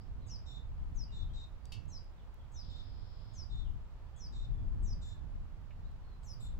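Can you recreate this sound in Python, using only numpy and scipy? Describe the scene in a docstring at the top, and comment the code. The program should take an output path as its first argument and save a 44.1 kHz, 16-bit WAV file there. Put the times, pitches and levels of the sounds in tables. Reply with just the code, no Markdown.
"""A seed feeder hangs from a tree on a breezy hillside; wind rumbles on the microphone over a valley murmur.
From the start a finch repeats a falling two-voiced whistle, mostly answered by a nasal buzz, while farther
birds twitter. Beaks begin to tap on seed, and at 1.7 s the feeder clinks once on its hook, seeds rattling.
Around 3 s a far bird trills; then a thin whine passes in the valley.
Near the end comes a dull knock on wood, two more taps and the finch's last call."""
import sys
import numpy as np
from scipy import signal
from scipy.fft import rfft, irfft
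from scipy.io import wavfile
from scipy.ndimage import uniform_filter1d

SR = 44100
rng = np.random.default_rng(int(sys.argv[2]) if len(sys.argv) > 2 else 0)


def dump_mix(stems):
    """Bounce the given channels to the path in sys.argv[1] as a 16-bit WAV at rate SR."""
    frames = np.atleast_2d(stems).T  # one column per channel
    limited = np.clip(frames, -1, 1)  # hard clip at full scale
    pcm = np.round(limited * 32767).astype(np.int16)
    wavfile.write(sys.argv[1], SR, pcm)


N = 290619
TIME = np.arange(N) / SR

# whistle cues: t/s, length/s, lower voice halfway f/Hz, level/dB, upper voice trim/dB, sheen trim/dB
WHISTLE_CUES = [(0.261, .11, 5620, -53, 2, -38), (0.944, 0.1, 5603, -53, -4, -36),
                (1.878, .11, 5630, -53.5, 2, -37), (2.515, .112, 5620, -55, 3, -37),
                (3.331, .11, 5600, -53.5, -0.5, -40), (4.158, .118, 5630, -55.5, 4, -37),
                (4.822, 0.12, 5650, -58.5, 10.5, -28), (6.226, 0.12, 5534, -56.5, 8.5, -23.5)]
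# shape of a whistle: position/0-1, lower voice f/Hz, level/dB, upper voice f/Hz, level/dB
WHISTLE_SHAPE = [(0, 6900, -27, 8200, -28), (.12, 6680, -22, 7900, -23.5), (.22, 6420, -17, 7320, -18.5),
                 (.33, 6280, -12, 7150, -24), (.43, 5834, -4.5, 6660, -23), (.56, 5480, -2.5, 6210, -20),
                 (.72, 5156, -2, 5790, -14.5), (.88, 4968, -5.5, 5280, -21), (1, 4723, 0.5, 4850, -23)]
# buzz cues: t/s, length/s, f/Hz, fundamental level/dB, overtone level/dB, rasp level/dB, flutter depth/0-1
BUZZ_CUES = [(0.454, 0.14, 3645, -62, -76.5, -79.5, 0.4), (1.111, 0.14, 3630, -61.5, -79.5, -80.5, 0.6),
             (1.327, 0.13, 3733, -62.5, -80, -78, 0.36), (2.679, 0.15, 3638, -64.5, -84.5, -82.5, 0.6),
             (3.492, 0.15, 3602, -64, -85, -85, 0.7), (4.317, 0.15, 3657, -66.5, -79, -79, 0.7),
             (5.008, 0.14, 3570, -66, -71.5, -77, 0.7), (6.396, 0.088, 3610, -68, -68.5, -85, 1)]
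# shape of a buzz: position/0-1, pitch/ratio, fundamental trim/dB, overtone trim/dB
BUZZ_SHAPE = [(0, 1.035, -8, -9), (.15, 1.014, -0.5, 1.5), (.45, .988, 1, 2), (.68, 1.006, 1, 0),
              (.9, .982, 3.5, -8), (1, 0.964, 2, -11)]
# the feeder jolts on its hook: t/s, level/dB
CLINK_CUES = [(1.7210, -56)]
# ring of the hook: f/Hz, level/dB, t60/s
HOOK_MODES = [(2223, -15, 0.5), (2680, -4, 0.44), (2840, -12.5, .26), (3020, -21, .27), (3040, -11, 0.16),
              (3060, -3, 0.21), (3750, -3, 0.15), (4280, -6, 0.2), (4430, -5, 0.17), (4590, 1.5, 0.22),
              (5500, -16, .14), (6400, -19, .16), (7000, -11, .17), (8500, -16, 0.17)]
# seeds shaken by the jolt: f/Hz, level/dB
RATTLE_SPECTRUM = [(1060, -50), (1800, -25), (2480, -16), (2740, -2.5), (3950, -15.5), (4530, -10),
                   (4920, -7.5), (5340, -10.5), (8830, -21), (9860, -13), (11200, -60), (12600, -21),
                   (16000, -31)]
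# beak taps: t/s, level/dB, centre f/Hz
PECK_CUES = [(1.655, -53, 4800), (1.8575, -71, 5200), (2.044, -74, 7000), (2.343, -66, 10000),
             (5.915, -73, 5500), (6.234, -65, 4000)]
# a duller knock on wood: t/s, level/dB
KNOCK_CUES = [(5.706, -67.5)]
# ring of the wood: f/Hz, width/Hz, level/dB, t60/s
WOOD_MODES = [(2200, 1050, 2, .12), (2790, 260, -5, 0.18)]
# the clearer calls of farther birds: t/s, length/s, f/Hz, glide/octaves, level/dB before the distance trim
TWITTER_CUES = [(0.004, .02, 5040, 0.37, -66.5), (0.205, 0.084, 3840, -0.32, -72),
                (0.278, 0.023, 5020, 0, -61), (0.286, 0.044, 2970, .5, -69),
                (0.458, .04, 5550, -0.023, -64), (1.074, .05, 2860, -.15, -70),
                (1.285, 0.054, 3240, 0.15, -69), (1.629, .096, 4820, 0.072, -71),
                (1.887, 0.11, 4050, -.1, -72), (2.171, 0.049, 3370, -0.6, -70.5),
                (2.39, 0.034, 3340, -0.23, -70.5), (2.543, .052, 3760, 0.16, -65),
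                (3.627, 0.064, 3120, -0.355, -68.5), (4.139, .055, 3385, 0.24, -70.5),
                (4.53, 0.074, 3490, 0.015, -75), (4.846, 0.028, 3865, -.25, -70),
                (5.835, 0.051, 3930, 0.36, -73), (6.012, 0.17, 4190, -.2, -76.5)]
# shape of one trill note: position/0-1, f/Hz, level/dB
TRILL_SHAPE = [(0, 5390, -20), (.15, 5230, -1.5), (.48, 4940, -4), (.62, 4304, -0.5), (.75, 3650, -7),
               (.88, 3350, -0.5), (1, 2690, -15)]
# gusts that reach round to the sheltered left microphone port: t/s, hold/s, level/dB
GUST_CUES = [(0.037, 0.21, -45.5), (0.59, 0.073, -39.5), (0.756, 0.19, -34), (1.15, 0.11, -32),
             (3.47, .22, -35.5), (4.238, 0.12, -35.5), (4.44, 0.49, -34), (5.003, 0.38, -43),
             (5.683, 0.37, -44.5), (6.396, .2, -34.5)]
# strength of the breeze on the exposed right port: t/s, level/dB
BREEZE_CURVE = [(0, -43), (.45, -48.5), (.68, -44.5), (1.0, -47), (1.3, -44), (1.45, -52.5), (1.9, -44.5),
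                (2.1, -55.5), (2.45, -54.5), (2.6, -45), (3.35, -46), (4.05, -54), (4.4, -43.5),
                (4.88, -38), (5.2, -43.5), (5.8, -50.5), (6.1, -53.5), (6.42, -44.5)]
# colour of the gusts, the slow eddies and the small fast ones: f/Hz, level/dB
GUST_COLOUR = [(15, -3.5), (30, 5), (45, 1), (70, -6), (100, -11.5), (160, -21), (250, -29.5), (400, -41.5),
               (800, -76)]
RUMBLE_COLOUR = [(15, -1.5), (30, 2.5), (45, 1.5), (70, -3.5), (90, -12), (130, -28.5), (400, -91)]
FLURRY_COLOUR = [(30, -7), (70, 4), (100, 3.5), (160, -7.5), (250, -17), (400, -29), (800, -43.5),
                 (2000, -78)]
# the far valley bed: f/Hz, level/dB
VALLEY_SPECTRUM = [(60, 7), (250, -0.5), (450, -0.3), (950, 0.5), (1400, -4), (2000, -10), (3000, -13),
                   (4500, -17), (6900, -24.5), (7450, -22.5), (7900, -27.5), (9000, -30.5), (12000, -32),
                   (16000, -28)]
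# its stereo image: f/Hz, left-right correlation
VALLEY_IMAGE = [(100, -0.27), (300, 1), (600, 0.81), (1000, 0.52), (1600, 0.046), (2500, -0.036),
                (5000, -0.081)]
# a far whine: t/s, f/Hz, level/dB
WHINE_CURVE = [(3.8, 1770, -97), (4.0, 1750, -87), (4.4, 1720, -89), (4.8, 1715, -84), (5.2, 1715, -86),
               (5.35, 1710, -98)]


def whistles(waver=0.0099, shimmer_db=2.5, roughness=0.053, sum_db=13, third_db=-2):
    """The two sides of the finch's syrinx slide down together, the lower one taking over."""
    out = np.zeros(N)
    for start, length, middle_hz, db, upper_db, sheen_db in WHISTLE_CUES:
        u = course(length)
        shape = np.array(read(WHISTLE_SHAPE, u))
        low_hz, low_db, high_hz, high_db = uniform_filter1d(shape, SR // 80, axis=1, mode="nearest")
        tuning = (middle_hz / low_hz[len(u) // 2]) ** np.sin(np.pi * u)
        bend = tuning * (1 + waver * drift(248, len(u)))
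        voices = from_db(low_db) * tone(low_hz * bend) + from_db(high_db + upper_db) * tone(high_hz * bend)
        # a rough sheen on top: second and third harmonics, and the sum tone of the two voices
        rough = bend * (1 + roughness * drift(890, len(u)))
        harmonics = tone(2 * low_hz * rough) + from_db(third_db) * tone(3 * low_hz * bend)
        sum_tone = from_db(high_db + sum_db) * tone((low_hz + high_hz) * rough)
        sheen = from_db(low_db / 2) * harmonics + sum_tone
        note = (voices + from_db(sheen_db) * sheen) * signal.windows.tukey(len(u), .08)
        add(out, start, note * from_db(db + shimmer_db * drift(200, len(u))))
    return out


def buzzes(flutter_hz=245, waver=0.0095, flutter_jitter=0.079, third_db=-11, fourth_db=-14):
    """The finch's nasal note, chopped by a fast flutter; a rasp fills in between its harmonics."""
    out = np.zeros(N)
    hiss = rms_one(band(rng.standard_normal(SR), 4100, 6500))
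    for start, length, pitch_hz, db, overtone_db, rasp_db, depth in BUZZ_CUES:
        u = course(length)
        ratio, low_db, high_db = read(BUZZ_SHAPE, u)
        hz = pitch_hz * ratio * (1 + waver * drift(250.3, len(u)))
        flutter = flutter_hz * (1 + flutter_jitter * drift(200, len(u)))
        body = from_db(db + low_db) * fluttered(hz, flutter, 0.57 * np.sqrt(depth))
        second = fluttered(2 * hz, flutter, depth)
        third = depth ** 3 * from_db(third_db) * fluttered(3 * hz - flutter, flutter, depth)
        # the top grows less with effort
        fourth = from_db(fourth_db - 0.44 * (overtone_db + 82)) * fluttered(4 * hz, flutter, depth)
        rasp = np.roll(hiss, rng.integers(SR))[:len(u)] * (1 + depth * tone(flutter))
        rasp *= from_db(rasp_db + 1.5 * drift(57, len(u)))
        note = body + from_db(overtone_db + high_db) * (second + third + fourth) + rasp
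        add(out, start, note * from_db(2 * drift(122, len(u))) * signal.windows.tukey(len(u), .2))
    return out


def feeder(rattle_db=3, bright_t60=0.13, dull_t60=0.3, split_hz=6000):
    """The hook rings while seeds rattle briefly, their treble dying first."""
    out, t = np.zeros((2, N)), TIME[:SR]
    for start, db in CLINK_CUES:
        ring = np.zeros((2, SR))
        for hz, mode_db, t60 in HOOK_MODES:
            cycles = hz * t + 0.22 * rng.random((2, 1))   # phase offsets widen the image
            ring += from_db(mode_db - 60 * t / t60) * np.sin(2 * np.pi * cycles)
        seeds = coloured(RATTLE_SPECTRUM, correlation=[(2000, .5), (10000, 0.18)])[:, :SR]
        dull = signal.sosfiltfilt(signal.butter(2, split_hz, fs=SR, output="sos"), seeds)
        rattle = dull * from_db(-60 * t / dull_t60) + (seeds - dull) * from_db(-60 * t / bright_t60)
        add(out, start, from_db(db) * (ring + from_db(rattle_db) * rattle))
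    return out


def pecks(width_octaves=1.3, t60=.011):
    """Beaks on seed: tight ticks that die at once."""
    out, edge = np.zeros(N), 2 ** (width_octaves / 2)
    for start, db, centre_hz in PECK_CUES:
        add(out, start, from_db(db) * burst(centre_hz / edge, centre_hz * edge, t60))
    return out


def knock():
    """Struck wood rings briefly in two broad resonances."""
    out = np.zeros(N)
    for start, db in KNOCK_CUES:
        for hz, width_hz, mode_db, t60 in WOOD_MODES:
            add(out, start, from_db(db + mode_db) * burst(hz - width_hz / 2, hz + width_hz / 2, t60))
    return out


def twitters(distance_db=-8, waver=.018, arch_octaves=.02):
    """Short arched slurs from birds farther off."""
    out = np.zeros(N)
    for start, length, pitch_hz, glide, db in TWITTER_CUES:
        u = course(length)
        hz = pitch_hz * 2 ** (glide * (u - .5) - arch_octaves * (2 * u - 1) ** 2)
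        note = tone(hz * (1 + waver * drift(250, len(u))))
        add(out, start, note * from_db(db + distance_db) * signal.windows.tukey(len(u), .5))
    return out


def trill(start_s=2.62, end_s=3.40, notes_per_s=70, level_db=-74, fade_db_per_s=3):
    """A fast, uneven run of tiny falling notes; the bird starts on an accent and tires."""
    t = np.maximum(TIME - start_s, 0)
    accent_db = 6 * np.exp(-t / .1)
    db = level_db - fade_db_per_s * t + accent_db
    position = np.cumsum(notes_per_s * (1 + 0.21 * drift(80, N))) / SR % 1
    hz, note_db = read(TRILL_SHAPE, position)
    gate = (TIME > start_s) & (TIME < end_s)
    return tone(hz * (1 + 0.0178 * drift(280, N))) * from_db(db + note_db) * gate


def chorus(level_db=-94, centre_hz=3500, count=50):
    """Faint random bird chips from the surrounding trees."""
    out = np.zeros(N)
    for when, size, pitch, slope in rng.random((count, 4)):
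        u = course(0.064 + 0.044 * size)
        hz = centre_hz * 2 ** (.8 * (pitch - .5) + 1.4 * (slope - .5) * u)
        add(out, when * (N - 1) / SR, tone(hz) * np.sin(np.pi * u) * from_db(level_db))
    return out


def wind(shelter_db=-50.5, attack_s=0.073, release_s=.07, rumble_db=-44.5, rumble_follow=0.43):
    """Gusts hit the left port; the breeze flows over the right, its fast eddies swelling most."""
    push = np.full(N, from_db(shelter_db))
    for start, hold, db in GUST_CUES:
        rise = np.clip((TIME - start) / attack_s, 0, 1)
        fall = np.exp(-np.maximum(TIME - start - attack_s - hold, 0) / release_s)
        push = np.maximum(push, from_db(db) * rise * fall)
    breeze_db, = read(BREEZE_CURVE, TIME)
    swell_db = rumble_follow * (breeze_db - breeze_db.mean())
    rumble = from_db(rumble_db + swell_db) * eddies(RUMBLE_COLOUR, lumpy_db=1.2)
    flurry = from_db(breeze_db) * eddies(FLURRY_COLOUR, lumpy_db=2.0)
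    gusts = push * eddies(GUST_COLOUR, lumpy_db=3.2)
    return np.array([gusts, rumble + flurry])


def eddies(spectrum, lumpy_db, lumps_per_s=14):
    """Turbulence at one port: even over the long run, lumpy from moment to moment; rms 1."""
    noise = coloured(spectrum)[0]
    even = noise / np.sqrt(uniform_filter1d(noise ** 2, size=SR // 6))
    return rms_one(even * from_db(lumpy_db * drift(lumps_per_s, N)))


def whine(waver=0.012, shimmer_db=3):
    """A thin, wavering tone passes far off, sagging in pitch."""
    hz, db = read(WHINE_CURVE, TIME)
    gate = (TIME > WHINE_CURVE[0][0]) & (TIME < WHINE_CURVE[-1][0])
    return tone(hz * (1 + waver * drift(60, N))) * from_db(db + shimmer_db * drift(31, N)) * gate


def valley(level_db=-65):
    """A smooth bed of far traffic, leaning slightly right."""
    return from_db(level_db) * coloured(VALLEY_SPECTRUM, VALLEY_IMAGE) * pan(-1.66)


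def among_trees(x, echo_db, t60, pan_db, lag_ms):
    """Direct sound, lagging on the right, plus scattered echoes off trunk, ground and leaves."""
    t = TIME[:int(.6 * SR)]
    scatter = rng.standard_normal((2, len(t))) * (rng.random((2, len(t))) < 2500 / SR)
    scatter *= from_db(-60 * t / t60) * (t > .003)
    scatter /= np.sqrt(np.sum(scatter ** 2, axis=1, keepdims=True))
    left, right = x * pan(pan_db)
    direct = np.array([left, np.roll(right, round(lag_ms * SR / 1000))])
    return direct + from_db(echo_db) * signal.fftconvolve(x[None], scatter, axes=1)[:, :N]


def tone(hz):
    """A sine of rms 1 that follows a pitch curve."""
    return np.sqrt(2) * np.sin(2 * np.pi * np.cumsum(hz) / SR)


def fluttered(hz, flutter_hz, share):
    """A tone with three sidebands stacked above it, each a share of the one below; rms 1."""
    return rms_one(sum(share ** k * tone(hz + k * flutter_hz) for k in range(4)))


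def burst(low_hz, high_hz, t60):
    """A band of noise with a hard attack and a dying tail."""
    t = TIME[:SR // 4]
    return rms_one(band(rng.standard_normal(len(t)), low_hz, high_hz)) * from_db(-60 * t / t60)


def coloured(spectrum, correlation=None):
    """Stereo noise with the given spectrum and left-right correlation; rms 1."""
    hz = np.arange(N // 2 + 1) * SR / N
    alike = np.clip(at_hz(correlation, hz), -1, 1) if correlation else 0
    mid, side = rfft(rng.standard_normal((2, N))) * from_db(at_hz(spectrum, hz)) * (hz > 10)
    return rms_one(irfft(np.sqrt(1 + alike) * mid + np.sqrt(1 - alike) * side * [[1], [-1]], N))


def band(x, low_hz, high_hz):
    """Second-order band-pass."""
    edges = [max(low_hz, 20), min(high_hz, .45 * SR)]
    return signal.sosfilt(signal.butter(2, edges, "band", fs=SR, output="sos"), x)


def drift(rate, size):
    """Smooth random wander of spread about 1."""
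    steps = np.arange(size) * rate / SR
    return np.interp(steps, np.arange(2000), rng.standard_normal(2000))


def course(length):
    """Runs from 0 to 1 over a note."""
    return np.linspace(0, 1, int(length * SR))


def read(rows, at):
    """A table's columns as breakpoint curves along its first."""
    first, *columns = np.transpose(rows)
    return [np.interp(at, first, c) for c in columns]


def at_hz(points, hz):
    """A curve read on a log-frequency axis."""
    first, value = np.transpose(points)
    return np.interp(np.log(hz + 0.00083), np.log(first), value)


def add(out, start, sound):
    """Mix a sound in at its cue."""
    i = max(round(start * SR), 0)
    out[..., i:i + sound.shape[-1]] += sound[..., :N - i]


def pan(db):
    """Stereo gains, left over right by db."""
    return from_db([[db / 2], [-db / 2]])


def from_db(db):
    """Decibels to gain."""
    return 10 ** (np.asarray(db) / 20)


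def rms_one(x):
    """Scale to rms 1."""
    return x / np.sqrt(np.mean(x ** 2) + 1e-30)


def scene():
    """The finch up front, a little left; the other birds, deeper in the trees, are mostly echo."""
    slurs = among_trees(whistles(), echo_db=-3.5, t60=0.29, pan_db=2.3, lag_ms=.15)
    nasal = among_trees(buzzes(), echo_db=-4, t60=.28, pan_db=2.3, lag_ms=.15)
    far_birds = among_trees(twitters() + chorus(), echo_db=3, t60=.32, pan_db=-1, lag_ms=.07)
    far_trill = among_trees(trill(), echo_db=7, t60=0.38, pan_db=-4, lag_ms=0.13)
    far_trill *= pan(3.5)   # echoes move left, the direct sound lands near centre
    taps = among_trees(pecks() + knock(), echo_db=-11, t60=0.17, pan_db=-3, lag_ms=0)
    return slurs + nasal + far_birds + far_trill + taps + feeder() + wind() + whine() + valley()


def record(dry):
    """A steep high cut at 15.8 kHz."""
    return signal.sosfilt(signal.ellip(10, .1, 70, 15800, fs=SR, output="sos"), dry)


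dry = scene()
out = record(dry)
dump_mix(out)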